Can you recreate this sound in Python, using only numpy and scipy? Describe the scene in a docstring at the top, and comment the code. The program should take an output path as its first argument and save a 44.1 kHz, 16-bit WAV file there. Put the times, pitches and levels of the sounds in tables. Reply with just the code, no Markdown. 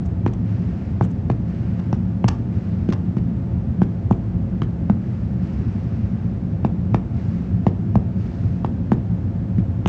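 """Chest percussion in a small quiet room.

A fingertip strikes a finger laid flat on the ribs, mostly in pairs of taps. Each tap is a skin snap,
a bony knock and a hollow thump of chest wall and lung. Fingers brush as they lift; hand and cuff rub
on the way to the next spot. Ventilation rumbles steadily underneath."""
import sys
import numpy as np
from scipy import signal
from scipy.fft import rfft, irfft
from scipy.io import wavfile

SR = 44100
rng = np.random.default_rng(int(sys.argv[2]) if len(sys.argv) > 2 else 0)


def log_audio(samples):
    """Write samples as a 16-bit WAV file to the path given in sys.argv[1]."""
    # one column per channel
    frames = np.atleast_2d(samples).T
    # limit to full scale, then quantise
    limited = np.clip(frames, -1, 1)
    pcm = np.round(limited * 32767).astype(np.int16)
    wavfile.write(sys.argv[1], SR, pcm)


N = 435708
TIME_S = np.arange(N) / SR
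CUTOFF_HZ = 9400

# noise spectra: (frequency [Hz], relative density [dB])
RUMBLE_SPECTRUM = [(20, -31.5), (35, -23), (48, -21), (58, -6), (74, -5.5), (88, 1), (104, -3), (122, -2.5),
                   (146, -11), (178, -2.5), (203, -7.5), (225, -8), (255, -16), (290, -22)]  # ventilation in the low room modes
AIR_SPECTRUM = [(290, -2.5), (325, -0.5), (410, -8.5), (520, -13.5), (720, -17), (1000, -22.5), (1600, -27),
                (2500, -35), (3800, -41.5), (5300, -45.5), (7800, -52), (9500, -68)]  # air rush above the rumble
CUFF_SPECTRUM = [(2600, -1.5), (4000, 3.5), (5200, 1.5), (7000, -6), (9000, -20)]  # cotton cuff
SLIDE_SPECTRUM = [(600, -4.5), (1300, 3.5), (2000, 0), (2800, -4), (3700, -19), (5200, -15.5), (9000, -36)]  # hand on chest
BRUSH_SPECTRUM = [(300, 5), (600, 2.5), (1050, 6.5), (1600, -16.5), (3000, -4.5), (4200, -16)]  # finger on finger
SNAP_SPECTRUM = [(700, -18), (1300, 11), (2000, 4), (3200, -4), (4500, -12), (6500, -16), (9000, -37.5)]  # skin striking skin
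AFTER_BURST_SPECTRUM = [(900, -5), (1500, 5), (2400, 3.5), (3500, -4.5), (5500, -11.5), (7000, -13),
                        (9000, -29.5)]  # faint bright burst about 14 ms after each tap, like a short echo
# room tail spectra: (frequency [Hz], relative density [dB])
TAP_TAIL_SPECTRUM = [(60, -9), (120, -4.5), (200, -4), (400, 4), (800, -8.5), (1500, 1.5), (3000, -3),
                     (8000, -0.5)]
BRUSH_TAIL_SPECTRUM = [(300, 3), (1000, 1.5), (3000, -3), (4500, -10.5), (8000, -10)]
LATE_TAIL_SPECTRUM = [(250, 1.5), (450, 1.5), (800, -6), (1300, -10.5)]
# duct and room standing waves: (frequency [Hz], width [Hz], gain [dB])
DUCT_ROOM_MODES = [(87.6, 18, -2.5), (106.6, 14, 3.5), (117.2, 8.6, 1), (174.5, 10, 4.5), (220, 14, 0.5),
                   (260.5, 15, 4.5), (302, 21, 0), (331, 3, 7), (398.3, 8.8, 6), (539.5, 41, 7.5),
                   (678.7, 27, 8), (761, 41, 3.5), (878, 17, 6)]
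# peak and dips that colour the knock: (frequency [Hz], width [Hz], gain [dB])
KNOCK_COLOUR_BANDS = [(590, 43, -1), (864, 250, 2), (1410, 160, -6)]
# slides to the next spot: (start [s], length [s], skin friction [dB], cuff hiss [dB])
HAND_MOVES = [(0.423, 0.43, -52.5, -66), (1.43, 0.41, -53, -67), (2.479, 0.33, -54.5, -66),
              (4.98, 0.22, -56.5, -68.5), (5.378, 0.46, -52.5, -64), (5.86, 0.34, -56, -71.5),
              (7.116, 0.25, -53, -63.5), (8.142, 0.32, -54.5, -62.5)]
# finger rubs: (start [s], length [s], friction [dB], hiss [dB], hiss centre [Hz])
FINGER_BRUSHES = [(0.052, 0.017, -54, -58.5, 6100), (0.333, 0.0073, -39, -49.5, 5930),
                  (1.032, 0.031, -44.5, -58.5, 6500), (1.103, 0.014, -55, -62, 6440),
                  (1.79, 0.014, -45, -61, 4870), (2.279, 0.012, -19.5, -29, 5400),
                  (2.9, 0.0039, -41, -64, 5600), (2.922, 0.02, -29.5, -41.5, 4830),
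                  (9.873, 0.0054, -26.5, -40, 6460)]
# taps: (time [s], knock [dB], knock [Hz], chest wall [dB], lung [dB], finger pad [dB],
#        nail tick [dB], nail tick [Hz])
FINGER_TAPS = [(0.263, -15, 885, -15, -13, -11, -27, 1900),
               (1.0102, -10.5, 820, -8.5, -16.5, -13.5, -44, 3000),
               (1.3001, -13, 740, -12.5, -16, -13.5, -29.5, 2100),
               (1.9284, -15.5, 790, -14.5, -14, -20.5, -37, 5670),
               (2.2426, -11, 760, -9, -8, -20.5, -30, 1900), (2.889, -26.5, 680, -27, -8.5, -12, -36, 3000),
               (3.1683, -29.5, 950, -18.5, -13, -18, -50, 1990),
               (3.8177, -15, 795, -14.5, -7, -13, -43, 2980),
               (4.1102, -10, 816, -12.5, -8.5, -14, -44, 6700),
               (4.619, -20.5, 1130, -28, -12, -16.5, -31, 3030),
               (4.8979, -12.5, 710, -16, -5, -28.5, -40, 2760),
               (6.648, -10, 755, -14.5, -9.5, -18, -28.5, 2100),
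               (6.9448, -9, 760, -11, -9, -17, -21.5, 2100),
               (7.6663, -7.5, 706, -12, -7.5, -13.5, -26, 2000),
               (7.9551, -8.5, 690, -13, -6.5, -31, -33, 2300),
               (8.6464, -12, 840, -20.5, -11.5, -20, -37, 2700),
               (8.9184, -11.5, 820, -17.5, -5.5, -11, -34.5, 2800),
               (9.583, -36, 760, -28, -5, -24, -60, 2470), (9.8594, -14.5, 860, -20, -16, -13, -21, 2900)]


def from_db(db):
    """Decibels to gain."""
    return 10 ** (np.asarray(db) / 20)


def unit_rms(x):
    """Scale to unit rms."""
    return x / np.sqrt(np.mean(x ** 2) + 1e-20)


def noise(spectrum, size=N):
    """Unit-rms shaped noise, falling steeply beyond the spectrum's ends."""
    hz, db = np.transpose(spectrum)
    bin_hz = np.maximum(np.fft.rfftfreq(size, 1 / SR), 1)
    skirts = np.minimum(bin_hz / hz[0], 1) ** 6 * np.minimum(hz[-1] / bin_hz, 1) ** 16
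    gain = from_db(np.interp(np.log(bin_hz), np.log(hz), db)) * skirts
    return unit_rms(irfft(rfft(rng.standard_normal(size)) * gain, size))


def flutter(depth_db, low_hz, high_hz, size=N):
    """Randomly fluctuating gain, unit rms."""
    return unit_rms(from_db(depth_db * noise([(low_hz, 0), (high_hz, 0)], size)))


def add(track, start_s, sound):
    """Mix a sound in at start_s."""
    start = max(round(start_s * SR), 0)
    track[start:start + len(sound)] += sound[:N - start]


def swell(t, peak_s, order=1):
    """Rise to 1 at peak_s, then decay; higher order is narrower."""
    return (t / peak_s * np.exp(1 - t / peak_s)) ** order


def mode(t, hz, peak_s, order=1):
    """Damped resonance, driven through soft tissue so it builds gradually."""
    return swell(t, peak_s, order) * np.sin(2 * np.pi * hz * t)


def burst(t, spectrum, peak_s):
    """Short swell of shaped noise."""
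    return swell(t, peak_s, order=2) * noise(spectrum, len(t))


def stroke(start_s, length_s, attack_s=0.066, sag_db_per_s=6.5, release_s=0.25):
    """Envelope of one hand move: speeds up, slows, comes to rest."""
    t = np.maximum(TIME_S - start_s, 0)
    attack = np.minimum(t / attack_s, 1)
    hold = from_db(-sag_db_per_s * np.minimum(t, length_s))
    return attack * hold * np.exp(-np.maximum(t - length_s, 0) / release_s)


def friction_gain(moves, rest_db):
    """Power sum of the resting level and the moves (start [s], length [s], level [dB])."""
    power = sum((from_db(db) * stroke(start_s, length_s)) ** 2 for start_s, length_s, db in moves)
    return np.sqrt(from_db(rest_db) ** 2 + power)


def standing_waves(x):
    """Duct and room modes lift or dip narrow bands."""
    bin_hz = np.fft.rfftfreq(N, 1 / SR)
    gain_db = sum(db / (1 + (2 * (bin_hz - hz) / width_hz) ** 2) for hz, width_hz, db in DUCT_ROOM_MODES)
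    return irfft(rfft(x) * from_db(gain_db), N)


def ventilation(rumble_db=-22, air_db=-40):
    """Moving air: a wavering rumble under a softer steady rush."""
    waver = flutter(depth_db=1.2, low_hz=1.6, high_hz=12)
    rumble = from_db(rumble_db) * waver * noise(RUMBLE_SPECTRUM)
    return standing_waves(rumble + from_db(air_db) * noise(AIR_SPECTRUM))


def cuff():
    """Cotton hisses as the arm travels, faintly at rest."""
    moves = [(start_s, length_s, db) for start_s, length_s, _, db in HAND_MOVES]
    hiss = friction_gain(moves, rest_db=-77.5) * noise(CUFF_SPECTRUM)
    return hiss * flutter(depth_db=2.5, low_hz=15, high_hz=300)


def hand_slide():
    """The flat hand catches and slips on skin and hair between pairs of taps."""
    moves = [(start_s, length_s, db) for start_s, length_s, db, _ in HAND_MOVES]
    rub = friction_gain(moves, rest_db=-64.5) * noise(SLIDE_SPECTRUM)
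    return rub * flutter(depth_db=1.2, low_hz=13, high_hz=300)


def brushes(hiss_spread_octaves=0.2):
    """Short grainy rubs as the striking hand lifts; they stop when the fingers part."""
    out, t = np.zeros(N), TIME_S[:SR // 8]
    hz = np.geomspace(2500, CUTOFF_HZ, 12)
    for start_s, length_s, friction_db, hiss_db, hiss_hz in FINGER_BRUSHES:
        band_db = -10 * np.log10(1 + (np.log2(hz / hiss_hz) / hiss_spread_octaves) ** 4)
        friction = from_db(friction_db) * noise(BRUSH_SPECTRUM, len(t))
        hiss = from_db(hiss_db) * noise(np.c_[hz, band_db], len(t))
        contact = np.sqrt(np.abs(np.sin(np.pi * np.minimum(t / length_s, 1))))
        grain = flutter(depth_db=6.0, low_hz=100, high_hz=910, size=len(t))
        add(out, start_s, (friction + hiss) * contact * grain)
    return out


def finger_knock(t, knock_db, knock_hz, pad_db, ring_db=-11):
    """Finger bones knock, ring a few cycles and drive the resting finger's flesh."""
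    knock = from_db(knock_db) * mode(t, knock_hz, peak_s=0.001, order=7.1)
    ring = from_db(knock_db + ring_db) * mode(t, knock_hz, peak_s=0.0016, order=2)
    flesh = from_db(pad_db) * mode(t, hz=327, peak_s=0.0014)
    return knock + ring - flesh  # neighbouring modes alternate in sign


def chest_thump(t, wall_db, lung_db, heave_db, pitch_spread=0.041):
    """Wall and air-filled lung ring, pitch varying per tap; the whole chest heaves slowly."""
    pitch = 1 + pitch_spread * rng.standard_normal()
    wall = from_db(wall_db) * mode(t, hz=pitch * 116, peak_s=0.012)
    lung = from_db(lung_db) * mode(t, hz=pitch * 189.1, peak_s=0.006)
    heave = from_db(heave_db) * mode(t, hz=46.3, peak_s=0.033, order=3)
    return lung - wall + heave


def taps(snap_lead_s=0.001312, tick_lead_s=0.00023, after_burst_lag_s=0.0095):
    """Skin and nail land, the finger knocks, the chest thumps; a faint bright burst follows."""
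    out, t = np.zeros(N), TIME_S[:SR // 5]
    firm_lung_db, firm_pad_db, firm_tick_db = -9, -18, -35  # levels of a firm tap
    for time_s, knock_db, knock_hz, wall_db, lung_db, pad_db, tick_db, tick_hz in FINGER_TAPS:
        heave_db = -31 + 0.4 * (lung_db - firm_lung_db)
        snap_db = -33.5 + 0.38 * (tick_db - firm_tick_db)
        after_burst_db = -48.5 + 0.67 * (pad_db - firm_pad_db)
        add(out, time_s, finger_knock(t, knock_db, knock_hz, pad_db))
        add(out, time_s, chest_thump(t, wall_db, lung_db, heave_db))
        tick = from_db(tick_db) * mode(t, tick_hz, peak_s=0.00069, order=2)
        snap = from_db(snap_db) * burst(t, SNAP_SPECTRUM, peak_s=0.0021)
        after_burst = from_db(after_burst_db) * burst(t, AFTER_BURST_SPECTRUM, peak_s=0.005)
        add(out, time_s - tick_lead_s, tick)
        add(out, time_s - snap_lead_s, snap)
        add(out, time_s + after_burst_lag_s, after_burst)
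    return out


def knock_colour(x):
    """A peak near 860 Hz and dips either side make the knock narrower and more pitched."""
    for hz, width_hz, db in KNOCK_COLOUR_BANDS:
        b, a = signal.iirpeak(hz, hz / width_hz, fs=SR)
        x = x + (from_db(db) - 1) * signal.lfilter(b, a, x + 1e-18)
    return x


def room(x, spectrum, tail_db, t60_s, build_s=0.0073):
    """Diffuse reflections: a short noise tail, wet only."""
    t = TIME_S[:SR // 2]
    build = 1 - np.exp(-(t / build_s) ** 2)
    tail = noise(spectrum, len(t)) * from_db(-60 * t / t60_s) * build
    return from_db(tail_db) * signal.fftconvolve(x, tail / np.linalg.norm(tail))[:N]


def scene():
    """Taps and brushes with room tails, over hand friction and ventilation; mono."""
    knocks, rubs = knock_colour(taps()), brushes()
    early = room(knocks, TAP_TAIL_SPECTRUM, tail_db=-16.0, t60_s=0.18)
    early += room(rubs, BRUSH_TAIL_SPECTRUM, tail_db=-16.5, t60_s=0.31)
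    late = room(knocks + rubs, LATE_TAIL_SPECTRUM, tail_db=-28.0, t60_s=0.3, build_s=0.03)
    return (knocks + rubs + early + late + hand_slide() + cuff() + ventilation())[None]


def record(dry):
    """Steep low-pass cuts the top treble."""
    return signal.sosfilt(signal.ellip(10, 0.3, 80, CUTOFF_HZ, fs=SR, output="sos"), dry)


dry = scene()
out = record(dry)
log_audio(out)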